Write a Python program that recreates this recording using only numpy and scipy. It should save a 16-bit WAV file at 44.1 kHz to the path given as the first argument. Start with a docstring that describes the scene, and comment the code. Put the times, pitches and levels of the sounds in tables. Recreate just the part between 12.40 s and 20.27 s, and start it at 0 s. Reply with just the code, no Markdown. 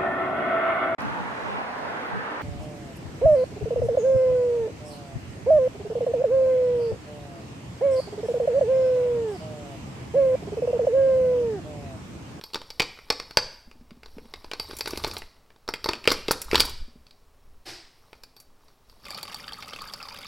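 """A kitchen: coarse salt is shaken and poked through a steel funnel into a thin plastic bottle.
The gripped bottle snaps and crackles as its wall buckles, and the grains scrape and ring the funnel.
Something clacks farther off in the room. Then a faucet runs into the bottle, held over a steel sink:
the water splashes, its trapped air rings as bubbles, and the stream drums in the bass."""
import sys
import numpy as np
from scipy import signal
from scipy.fft import rfft, irfft
from scipy.io import wavfile

SR = 44100
rng = np.random.default_rng(int(sys.argv[2]) if len(sys.argv) > 2 else 0)


def log_audio(samples):
    """Write samples as a 16-bit WAV file to the path given in sys.argv[1]."""
    # one column per channel
    frames = np.atleast_2d(samples).T
    # limit to full scale, then quantise
    limited = np.clip(frames, -1, 1)
    pcm = np.round(limited * 32767).astype(np.int16)
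    wavfile.write(sys.argv[1], SR, pcm)


N = 347067
TIME = np.arange(N) / SR
CLICK_GAIN = np.sqrt(SR / 100)   # gives a sound of energy 1 a level of 0 dB over 10 ms


def from_db(db):
    """Turn decibels into a gain."""
    return 10 ** (np.asarray(db) / 20)


def rms_one(x):
    """Scale to an average level (rms) of 1."""
    return x / np.sqrt(np.mean(x ** 2) + 1e-20)


def unit_energy(x):
    """Scale each row to energy 1."""
    return x / np.sqrt(np.sum(x ** 2, axis=-1, keepdims=True) + 1e-20)


def at_hz(points, hz):
    """Read a table between its rows, with octaves evenly spaced."""
    pitches, values = np.transpose(points)
    return np.interp(np.log(hz + 1e-9), np.log(pitches), values)


def colour(x, spectrum, size=8192):
    """Shape the tone by (pitch [Hz], level [dB]) rows, with no ringing ahead of the sound."""
    gains = from_db(at_hz(spectrum, np.arange(size // 2 + 1) * SR / size))
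    cepstrum = irfft(np.log(gains))
    cepstrum[1:size // 2] *= 2
    cepstrum[size // 2 + 1:] = 0
    return signal.oaconvolve(x, irfft(np.exp(rfft(cepstrum))))[:len(x)]


def band(x, low_hz, high_hz, order=3):
    """Keep what lies between two pitches."""
    edges = [low_hz, min(high_hz, SR / 2 - 1)]
    return signal.sosfilt(signal.butter(order, edges, "band", fs=SR, output="sos"), x)


def resonance(x, hz, width_hz):
    """Ring at one pitch; the narrower, the longer."""
    r = np.exp(-np.pi * width_hz / SR)
    feedback = [1, -2 * r * np.cos(2 * np.pi * hz / SR), r * r]
    return signal.lfilter(np.array([1, 0, -1]) * (1 - r * r) / 2, feedback, x + 1e-18)


def fade(t, t60):
    """Die away by 60 dB every t60 seconds."""
    return np.exp(-np.log(1000) * t / np.maximum(t60, 1e-3))


def place(times, sounds):
    """Lay short sounds out in time."""
    out = np.zeros(N)
    for s, sound in zip(times, sounds):
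        i = int(np.clip(s * SR, 0, N - 1))
        out[i:i + len(sound)] += sound[:N - i]
    return out


def tones(hz, t60, rise=0):
    """One dying note per row; its pitch climbs by the share `rise` every t60."""
    t, hz, t60 = TIME[:SR // 12], np.reshape(hz, (-1, 1)), np.reshape(t60, (-1, 1))
    phase = 2 * np.pi * hz * t * (1 + rise * t / t60 / 2)
    return unit_energy(np.sin(phase) * fade(t, t60) * (1 - fade(t, t60 / 5)))


def grains(per_s, spread_db, low_hz, high_hz, cycles, count=40):
    """Tiny random hits of uneven size, each ringing briefly at one of `count` pitches."""
    sizes = from_db(spread_db * np.minimum(rng.exponential(1, N), 3))
    hits = sizes * (rng.random(N) < per_s / SR) * rng.choice([-1, 1], N)
    chosen = rng.integers(0, count, N)
    pitches = np.geomspace(low_hz, min(high_hz, SR / 2), count)
    return rms_one(sum(resonance(hits * (chosen == k), hz, np.log(1000) / np.pi * hz / cycles)
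                       for k, hz in enumerate(pitches)))


# the tone of the quiet room (pitch [Hz], relative level [dB])
AIR_TONE = [(59, -27.5), (100, -0.5), (202, -8), (271, -3), (308, -11), (433, -3), (513, -9), (583, -6.5),
            (950, -10), (1080, -8), (1420, -15.5), (14400, -28.5), (16000, -23)]
def room_air():
    """A faint, steady, low rush fills the room."""
    return from_db(-64.5) * rms_one(colour(rng.standard_normal(N), AIR_TONE))


# how long echoes last (pitch [Hz], time to fade by 60 dB [s])
ECHO_TIMES = [(150, 0.4), (500, 0.4), (1800, 0.68), (5000, 0.58), (8000, 0.58), (15000, 0.04)]
def echo_tail(t60_scale, build_s):
    """Dense echoes swell briefly, then each band of pitches dies at its own rate."""
    t, edges = TIME[:SR], np.geomspace(70, 18000, 17)
    tail = 0
    for low, high in zip(edges, edges[1:]):
        t60 = t60_scale * at_hz(ECHO_TIMES, np.sqrt(low * high))
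        tail = tail + band(rng.standard_normal(SR), low, high) * fade(t, t60)
    return unit_energy(tail * (1 - np.exp(-(t / build_s) ** 2)))


# what the walls throw back (pitch [Hz], relative level [dB])
ECHO_TONE = [(100, 5), (400, 1), (1100, -3.5), (1900, -2), (3100, -4.5), (4900, -0.5), (6300, -3),
             (10000, -3), (15000, -2)]
def kitchen_echoes(x):
    """Sound bounces quickly off counter and funnel, then lingers in the room."""
    early = from_db(-11.5) * echo_tail(t60_scale=.071, build_s=.0049)
    late = from_db(-14) * echo_tail(t60_scale=.88, build_s=.015)
    return signal.oaconvolve(x, colour(early + late, ECHO_TONE))[:N]


# how much the two ears differ (pitch [Hz], level against the middle [dB])
SIDE_TONE = [(60, -31.5), (350, -35), (1400, -45), (4500, -44), (9000, -22.5), (14000, -17)]
def stereo_side(mid):
    """A faint scattered trace, mostly treble, differs between the ears."""
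    scattered = signal.oaconvolve(mid, echo_tail(t60_scale=.04, build_s=.001))[:N]
    return colour(scattered, SIDE_TONE)


# the slow sway of the hands (time [s], level [dB])
SWAY_LEVELS = [(0, -60), (1.7, -49), (3.1, -58), (4.1, -39.5), (4.4, -36), (4.7, -59.5), (5.1, -47.5),
               (5.5, -59.5), (7.87, -56)]
# the tone of their rumble (pitch [Hz], relative level [dB])
RUMBLE_TONE = [(10, 2), (22, -9), (35, -16.5), (65, -14), (110, -30), (200, -40), (1000, -87.5)]
def hand_rumble(effort):
    """The hands sway with a deep, lumpy rumble; every snap and every poke jolts them."""
    s, snap_db = np.transpose(WALL_SNAPS)[:2]
    each_jolt = from_db(-36.5 + .3 * snap_db)[:, None] * fade(TIME[:SR // 2], t60=.2)
    jolts = np.sqrt(place(s, each_jolt ** 2))
    sway, shudder = (colour(noise, RUMBLE_TONE) for noise in rng.standard_normal((2, N)))
    lumps = from_db(3.5 * rms_one(band(rng.standard_normal(N), 2, 8.3, order=1)))
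    sway_gain = from_db(np.interp(TIME, *np.transpose(SWAY_LEVELS)))
    pokes = from_db(-1) * effort * rms_one(band(shudder, 90, 168, order=1))
    return sway_gain * rms_one(band(sway * lumps, 6, 110, order=1)) + jolts * rms_one(shudder) + pokes


# a far clack and its rebounds (time [s], relative level [dB])
CLACK_HITS = [(5.253, -46.5), (5.262, -43.5), (5.278, -42), (5.302, -52), (5.33, -58)]
# their tone (pitch [Hz], relative level [dB])
CLACK_TONE = [(120, 0), (260, -13), (330, 10.5), (480, -9.5), (720, 0), (1100, -10), (1900, -5.5),
              (3500, -8), (5000, 0.5), (6500, -14.5), (9000, -16), (15000, -19)]
def far_clack():
    """A clack across the room arrives almost wholly as echo."""
    s, levels = np.transpose(CLACK_HITS)
    hits = [from_db(db) * unit_energy(colour(echo_tail(t60_scale=1, build_s=.0036), CLACK_TONE))
            for db in levels]
    return from_db(35) * place(s, hits)


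WATER_ON_S = 6.66
WATER_LENGTH_S = N / SR - WATER_ON_S


def spatter(per_s=32):
    """Droplets flung from the stream tick brightly on the sink and the bottle's neck."""
    when, size = rng.random((int(per_s * WATER_LENGTH_S), 2)).T
    t = TIME[:SR // 25]
    bursts = rng.standard_normal((len(when), len(t))) * fade(t, .027)
    ticks = unit_energy(band(bursts, 6500, 12700, order=2))
    db = -62 + 2.3 * np.minimum(-np.log(size), 2)
    return place(WATER_ON_S + when * WATER_LENGTH_S, CLICK_GAIN * from_db(db)[:, None] * ticks)


def big_bubbles(per_s=22):
    """Bigger bubbles sing clear of the splashing and rise in pitch as they surface."""
    when, pitch, size = rng.random((int(per_s * WATER_LENGTH_S), 3)).T
    hz = 900 * 4 ** pitch
    notes = CLICK_GAIN * from_db(-54 + 10 * size)[:, None] * tones(hz, 45 / hz, rise=.15)
    return place(WATER_ON_S + when * WATER_LENGTH_S, notes)


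def small_bubbles(count=650, start_s=6.58):
    """Trapped air rings for a few dozen cycles, rising in pitch; most bubbles are faint."""
    when, pitch, size = rng.random((count, 3)).T
    hz = 700 * 8 ** pitch
    rings = tones(hz, 25 / hz * (hz / 2000) ** .4, rise=.16)
    return place(start_s + when * (N / SR - start_s), from_db(-22 * np.sqrt(size))[:, None] * rings)


# the notes of the bottle under the tap (pitch [Hz], width [Hz], relative level [dB])
BOTTLE_NOTES = [(574, 77, -6), (794, 40, 0), (1180, 145, 6.5), (1273, 58, 0.5), (1510, 140, -18),
                (2370, 160, -13), (3100, 200, -18), (3660, 170, 1), (4610, 270, 8), (5100, 250, -30),
                (6300, 330, -32), (9200, 1300, -14), (10800, 1400, -20)]
# the tone of the splashing (pitch [Hz], relative level [dB])
SPRAY_TONE = [(180, -51), (300, -21), (584, 9.5), (645, -19), (787, -3), (1010, -19), (1100, -20),
              (1250, -5), (1690, -3), (3640, 4), (4020, -1), (4590, 8), (6000, -33), (10700, -23),
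              (16000, -47)]
# the drumming of the stream (pitch [Hz], relative level [dB])
DRUM_TONE = [(60, -5), (120, -6), (200, -1.5), (260, -6), (330, -14), (420, -8), (600, -17.5), (1500, -32)]
def faucet(fall_db_per_s=1.5, rise_s=.021):
    """The stream makes bubbles, rings the bottle, splashes and drums; it quietens as the bottle fills."""
    since_on = TIME - WATER_ON_S
    opening = np.exp(np.minimum(since_on, 0) / rise_s)
    flow = opening * from_db(-45.5 - fall_db_per_s * np.maximum(since_on, 0))
    bubbles = small_bubbles()
    bubbles = bubbles / np.std(bubbles[TIME > 6.6])
    fizz = grains(per_s=4500, spread_db=4.5, low_hz=300, high_hz=16000, cycles=12)
    lumps = from_db(5 * rms_one(band(rng.standard_normal(N), 18, 83, order=2)))   # water lands unevenly
    splash = rms_one(fizz * lumps)
    churn = .8 * bubbles + 1.1 * splash
    hollow = sum(from_db(db) * resonance(churn, hz, width) for hz, width, db in BOTTLE_NOTES)
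    spray = from_db(-8) * rms_one(colour(splash, SPRAY_TONE))
    drum = from_db(-8.5) * rms_one(colour(rng.standard_normal(N), DRUM_TONE))
    return flow * (hollow + spray + drum + from_db(-9.5) * bubbles)


# the notes of the plastic wall (pitch [Hz], width [Hz], relative level [dB])
WALL_NOTES = [(893, 310, 12), (1300, 24, -17), (2480, 480, 0), (3750, 550, -8), (4570, 210, 7),
              (5250, 310, -14), (10060, 2500, 4)]
def wall_ringing(t60, ring_hz, ring_db, width_hz):
    """The thin wall rings briefly at many pitches, with one standing out; one row per crack."""
    t = TIME[:SR // 12]
    burst = rng.standard_normal((len(t60), len(t))) * fade(t, t60[:, None]) * (1 - fade(t, .0025))
    notes = sum(from_db(db) * resonance(burst, hz, width) for hz, width, db in WALL_NOTES)
    ring = np.array([resonance(row, hz, width_hz) for row, hz in zip(burst, ring_hz)])
    return unit_energy(burst + notes) + from_db(ring_db) * unit_energy(ring)


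def balance_crack(burst, low, crack_db, low_db, mid_db, treble_db):
    """Mix each crack's hollow, wall and sharp edge; dull cracks lose the very top first."""
    top = from_db(3 + .3 * treble_db)[:, None] * unit_energy(band(burst, 9500, 17000, order=2))
    edge = unit_energy(band(burst, 7000, 9000)) + top
    mid = band(burst, 750, 1750)
    wall = band(burst, 2100, 5600, order=4)
    parts = [(low, low_db), (mid, mid_db), (wall, 0), (edge, treble_db)]
    return CLICK_GAIN * sum(unit_energy(part) * from_db(crack_db + db)[:, None] for part, db in parts)


def wall_cracks(s, crack_db, body_db, treble_db, t60, wall_hz):
    """The thin wall cracks at times s, and each crack thumps the air inside."""
    s, crack_db, body_db, treble_db, t60, wall_hz = np.broadcast_arrays(
        s, crack_db, body_db, treble_db, t60, wall_hz)
    burst = wall_ringing(t60, wall_hz, ring_db=-6.5, width_hz=750)
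    thump = unit_energy(band(burst, 55, 200, order=1)) + unit_energy(band(burst, 140, 650, order=2))
    hollow_hz = 430 * np.exp(.08 * rng.standard_normal(len(s)))   # shifts a little with the grip
    low = tones(hollow_hz, t60=.017) + from_db(-7) * thump
    return place(s, balance_crack(burst, low, crack_db, body_db, body_db + 1, treble_db))


# the biggest slaps of water (time [s], relative level [dB], bubble pitch [Hz])
BIG_SPLATS = [(6.652, -45, 1190), (6.705, -32, 4660), (6.723, -40.5, 4540), (6.745, -33, 4500),
              (6.784, -38.5, 1150), (6.829, -30.5, 4530), (6.878, -39, 1100), (6.927, -39, 1200),
              (6.9437, -30.5, 4500), (7.079, -36.5, 1090), (7.132, -33, 4560), (7.224, -36.5, 1250),
              (7.333, -33, 3150), (7.361, -37, 2550), (7.418, -37.5, 4700), (7.4738, -42, 4700),
              (7.536, -30.5, 4640), (7.627, -35, 4960), (7.685, -35, 4750)]
def splats(small_per_s=18):
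    """Lumps of water slap into the bottle: big ones, with smaller ones at random."""
    when, size, pitch = rng.random((int(small_per_s * WATER_LENGTH_S), 3)).T
    small_db = -43.5 + 1.5 * np.minimum(-np.log(size), 2)
    small = [WATER_ON_S + when * WATER_LENGTH_S, small_db, 800 * 6.5 ** pitch]
    s, db, bubble_hz = np.hstack([np.transpose(BIG_SPLATS), small])
    burst = wall_ringing(np.full(len(s), .02), bubble_hz, ring_db=3, width_hz=220)
    low_db, mid_db, treble_db = ([-14.5, -10.5, -15] + 4 * rng.standard_normal((len(s), 3))).T
    slaps = balance_crack(burst, band(burst, 270, 750), db, low_db, mid_db, treble_db)
    return from_db(-4.5) * place(s, slaps)


# shakes and pokes that make the salt slide (start [s], length [s], level [dB])
SALT_SLIDES = [(0, 1.15, -63.5), (1.679, 0.43, -64.5), (2.22, .15, -50.5), (2.447, .3, -47),
               (3.466, 0.054, -52), (3.692, 0.024, -42), (3.887, 0.022, -49.5), (4.152, 0.049, -34.5),
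               (5.562, 0.22, -70.5), (6.221, 0.067, -72.5), (6.501, 0.19, -66.5)]
def salt_effort(attack_s=.029, t60=.42, trickle_db=-76):
    """How hard the salt moves: each slide swells, holds and dies away over a steady trickle."""
    slides = []
    for start, length, db in SALT_SLIDES:
        rise = np.exp(np.minimum(TIME - start, 0) / attack_s)
        fall = fade(np.maximum(TIME - start - length, 0), t60)
        slides.append(from_db(db) * rise * fall)
    return from_db(trickle_db) + np.max(slides, axis=0)


# the tone of sliding salt (pitch [Hz], relative level [dB])
SALT_TONE = [(120, -28.5), (200, 2.5), (424, -6.5), (777, -5), (933, 1), (1420, -3), (1680, -7),
             (2800, -10), (4430, -2.5), (5040, -6.5), (5730, -5), (6400, -19.5), (10100, -15), (11300, -10),
             (16000, -25)]
# funnel notes that the salt keeps singing (pitch [Hz], width [Hz], relative level [dB])
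SCRAPED_NOTES = [(3880, 5.2, 4.5), (4500, 60, -7.5), (5250, 25, 1.5), (5500, 27, 0.5), (8370, 54, -5),
                 (10900, 38, -5), (12910, 70, -2.5)]
def sliding_salt(effort):
    """Crystals tick on the cone and patter into the bottle; the steel sings under them."""
    ticks = grains(per_s=5000, spread_db=5.2, low_hz=1800, high_hz=17000, cycles=40)
    patter = grains(per_s=1000, spread_db=10.5, low_hz=216, high_hz=1430, cycles=10, count=16)
    hits = (ticks + from_db(-6) * patter) * effort
    steel = sum(from_db(db) * rms_one(resonance(hits, hz, width)) for hz, width, db in SCRAPED_NOTES)
    return (rms_one(colour(hits, SALT_TONE)) + from_db(-10) * rms_one(steel)) * np.std(hits)


# crystals breaking (time [s], treble level [dB])
CRYSTAL_BREAKS = [(2.367, -41), (2.3863, -38), (2.477, -41), (2.505, -44.5), (2.573, -41.5), (2.675, -43),
                  (2.736, -46), (3.288, -49), (3.337, -46.5), (2.78, -43.5), (3.718, -32), (3.913, -24.5),
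                  (4.016, -33), (4.043, -48), (4.203, -24.5), (4.252, -37.5), (4.294, -43.5),
                  (5.834, -55.5), (6.0002, -52)]
def salt_crunches():
    """A crystal breaks against the steel with a crack that is mostly treble."""
    s, db = np.transpose(CRYSTAL_BREAKS)
    return wall_cracks(s, db - 6.5, body_db=-11, treble_db=6.5, t60=.046, wall_hz=5600)


# the notes of the struck funnel (pitch [Hz], relative level [dB], time to fade by 60 dB [s])
FUNNEL_NOTES = [(3980, -19.5, 0.54), (4570, 1, 0.15), (5230, -10.5, 0.23), (5582, -17, 0.17),
                (6650, -21.5, .06), (8600, -16.5, .1), (11200, -15.5, .15), (12300, -21, .1),
                (12830, -7, .12)]
# light taps (time [s], crack level [dB], ring level [dB], boost of the high notes [dB])
FUNNEL_TAPS = [(0.0378, -39, -41.5, 0), (.134, -38.5, -57, -4), (0.3032, -39, -43, -5),
               (0.908, -62, -52, -10), (2.1974, -30, -31.5, -3), (2.4078, -29, -37, 3.5),
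               (3.4424, -30, -36, 1), (5.835, -46, -54, -4), (5.965, -53, -52, 7), (6.001, -62, -58, 16),
               (6.282, -62, -66.5, -4), (6.497, -56.5, -65.5, 14)]
def funnel_taps():
    """Each tap cracks and rings the steel, whose notes come in close clusters and shimmer."""
    s, crack_db, ring_db, treble_db = np.transpose(FUNNEL_TAPS)
    t, rings = TIME[:SR // 3], 0
    for hz, note_db, t60 in FUNNEL_NOTES:
        is_high = hz > 6000
        detune = 1 + (.006 if is_high else .0025) * rng.standard_normal((len(s), 3, 1))
        cluster = np.sin(2 * np.pi * hz * detune * t).mean(axis=1) * fade(t, t60)
        db = ring_db + note_db + treble_db * is_high + rng.normal(0, 2, len(s))
        rings = rings + cluster * from_db(db)[:, None]
    contact = wall_cracks(s, crack_db, body_db=-8.5, treble_db=-15, t60=.019, wall_hz=4586)
    return place(s, rings) + contact


def grain_hops(per_s=28, end_s=1.35):
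    """Loose grains bounce on the bare steel and ping its highest note."""
    when, size, pitch = rng.random((int(per_s * end_s), 3)).T
    hz, _, t60 = FUNNEL_NOTES[-1]
    t = TIME[:SR // 6]
    detune = 1 + .012 * (pitch[:, None] - .5)
    pings = np.sin(2 * np.pi * hz * detune * t) * fade(t, t60) * (1 - fade(t, .01))
    return place(when * end_s, from_db(-82 + 12 * size)[:, None] * pings)


# hands bumping the bottle (time [s], level [dB])
HAND_BUMPS = [(1.273, -43), (1.353, -45.5), (1.408, -41), (1.515, -40.5), (1.569, -45), (1.767, -36.5),
              (1.82, -45.5), (1.851, -43), (3.549, -35.5), (4.479, -44), (4.556, -43)]
def hand_bumps():
    """Soft fingers sound only the bottle's lowest note, over a dull thud."""
    s, db = np.transpose(HAND_BUMPS)
    t = TIME[:SR // 5]
    ring = np.sin(2 * np.pi * 235 * t) * fade(t, .09) * (1 - fade(t, .02))
    thud = rms_one(band(rng.standard_normal((len(s), len(t))), 70, 290, order=2)) * fade(t, .054)
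    return place(s, from_db(db)[:, None] * (ring + from_db(-4) * thud))


# knocks of the funnel's spout (time [s], level [dB], pitch [Hz])
SPOUT_KNOCKS = [(1.783, -42.5, 443), (2.2964, -45, 386), (2.333, -41.5, 364), (2.5337, -31.5, 370),
                (2.576, -40, 365), (2.673, -35.5, 364), (3.676, -16.5, 471), (3.8856, -25, 418),
                (4.131, -20.5, 395)]
def spout_knocks():
    """The spout bumps the bottle's neck: a short hollow note with a faint crack."""
    s, db, hz = np.transpose(SPOUT_KNOCKS)
    notes = place(s, CLICK_GAIN * from_db(db)[:, None] * tones(hz, t60=.022))
    return notes + wall_cracks(s, db - 11.5, body_db=0, treble_db=-19.5, t60=.021, wall_hz=2600)


def bottle_creaks(effort, per_s=8.4, end_s=4.1):
    """The gripped bottle creaks at random, louder the harder the salt is worked."""
    when, size, pitch = rng.random((int(per_s * end_s), 3)).T
    s = when * end_s
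    db = 20 * np.log10(np.interp(s, TIME, effort)) - 4.5 + 8 * size
    return wall_cracks(s, db, body_db=3, treble_db=-13, t60=.025, wall_hz=2200 + 2600 * pitch)


# the wall buckling (time [s], crack level [dB], body against the crack [dB], wall pitch [Hz])
WALL_SNAPS = [(.012, -47, -4, 3600), (0.1444, -29, -8.5, 3220), (.156, -35, 1.5, 4720),
              (.216, -45.5, -0.5, 3320), (.3965, -22, -11, 2536), (.402, -21, -4.5, 2600),
              (.419, -29, -7.5, 4700), (.7015, -20, -6, 5070), (.706, -30.5, 0, 4500),
              (0.799, -34.5, -4.5, 4226), (0.909, -43.5, -4, 4500), (.971, -14.5, -5.5, 4620),
              (.588, -52, 2.5, 2200), (1.313, -53, -2, 2600), (1.507, -54, -3, 2600),
              (1.632, -50, -2, 2300), (1.659, -49, -1, 3960), (1.938, -39, -3.5, 2670),
              (2.044, -47.5, 3, 4470), (2.114, -34.5, -5.5, 2680), (2.134, -35, -2.5, 4300),
              (2.31, -42, -0.5, 3750), (2.458, -34, -6, 4140), (2.474, -35, 0.5, 3950),
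              (2.507, -39, -12, 5600), (2.558, -43, -19, 2600), (2.574, -35, -6.5, 4250),
              (2.638, -32.5, -6, 3370), (2.645, -27.5, -1, 4050), (2.712, -36.5, -13, 4660),
              (2.767, -34.5, -4, 4200), (2.819, -45, -0.5, 2120), (3.103, -61, 0.5, 2355),
              (3.161, -63.5, 3, 3700), (3.278, -40.5, -2.5, 4090), (3.288, -33, 3.5, 5250),
              (3.338, -30.5, -6.5, 2460), (3.459, -33, 4.5, 4726), (3.488, -27.5, -1.5, 3470),
              (3.4905, -28.5, 1, 4730), (3.533, -30.5, -6.5, 2900), (3.641, -40, -13, 2357),
              (3.654, -39, -3.5, 2100), (3.675, -16, -8.5, 2870), (3.683, -27.5, -6.5, 4790),
              (3.703, -25.5, -9.5, 4185), (3.715, -28, -0.5, 4750), (3.718, -24, -4, 5600),
              (3.882, -28.5, -11.5, 3100), (3.909, -24, 2, 4680), (4.113, -30.5, -11, 2355),
              (4.145, -25, 2.5, 2840), (4.155, -16, -10, 3750), (4.198, -20.5, -16, 4600),
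              (4.203, -16, -15, 4460), (4.667, -55, -13, 4640), (4.709, -53, -14, 4240),
              (5.73, -49.5, 0.5, 1564)]
def bottle_snaps(settle_s=.019, treble_db=-16.5):
    """The wall pops in and out, and settles with a weaker crack a moment after each pop."""
    s, db, body_db, wall_hz = np.transpose(WALL_SNAPS)
    later = s + settle_s * rng.uniform(.75, 1.25, len(s))
    pops = wall_cracks(s, db, body_db, treble_db, t60=.015, wall_hz=wall_hz)
    settle_hz = rng.uniform(3200, 5200, len(s))
    return pops + wall_cracks(later, db - 14.5, body_db, treble_db, t60=.033, wall_hz=settle_hz)


def scene():
    """Mix bottle, funnel and water with the room; every source sits in the middle."""
    effort = salt_effort()
    bottle = bottle_snaps() + bottle_creaks(effort) + spout_knocks() + hand_bumps()
    funnel = funnel_taps() + sliding_salt(effort) + salt_crunches() + grain_hops()
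    water = faucet() + splats() + spatter() + big_bubbles()
    near = bottle + funnel + water
    mid = near + room_air() + kitchen_echoes(near) + far_clack() + hand_rumble(effort)
    side = stereo_side(mid)
    return np.array([mid + side, mid - side])


def record(dry):
    """Clip the tallest peaks and cut the treble above 16 kHz."""
    treble_cut = signal.ellip(10, .1, 80, 16000, fs=SR, output="sos")
    return signal.sosfilt(treble_cut, np.clip(dry, -.85, .85))


dry = scene()
out = record(dry)
log_audio(out)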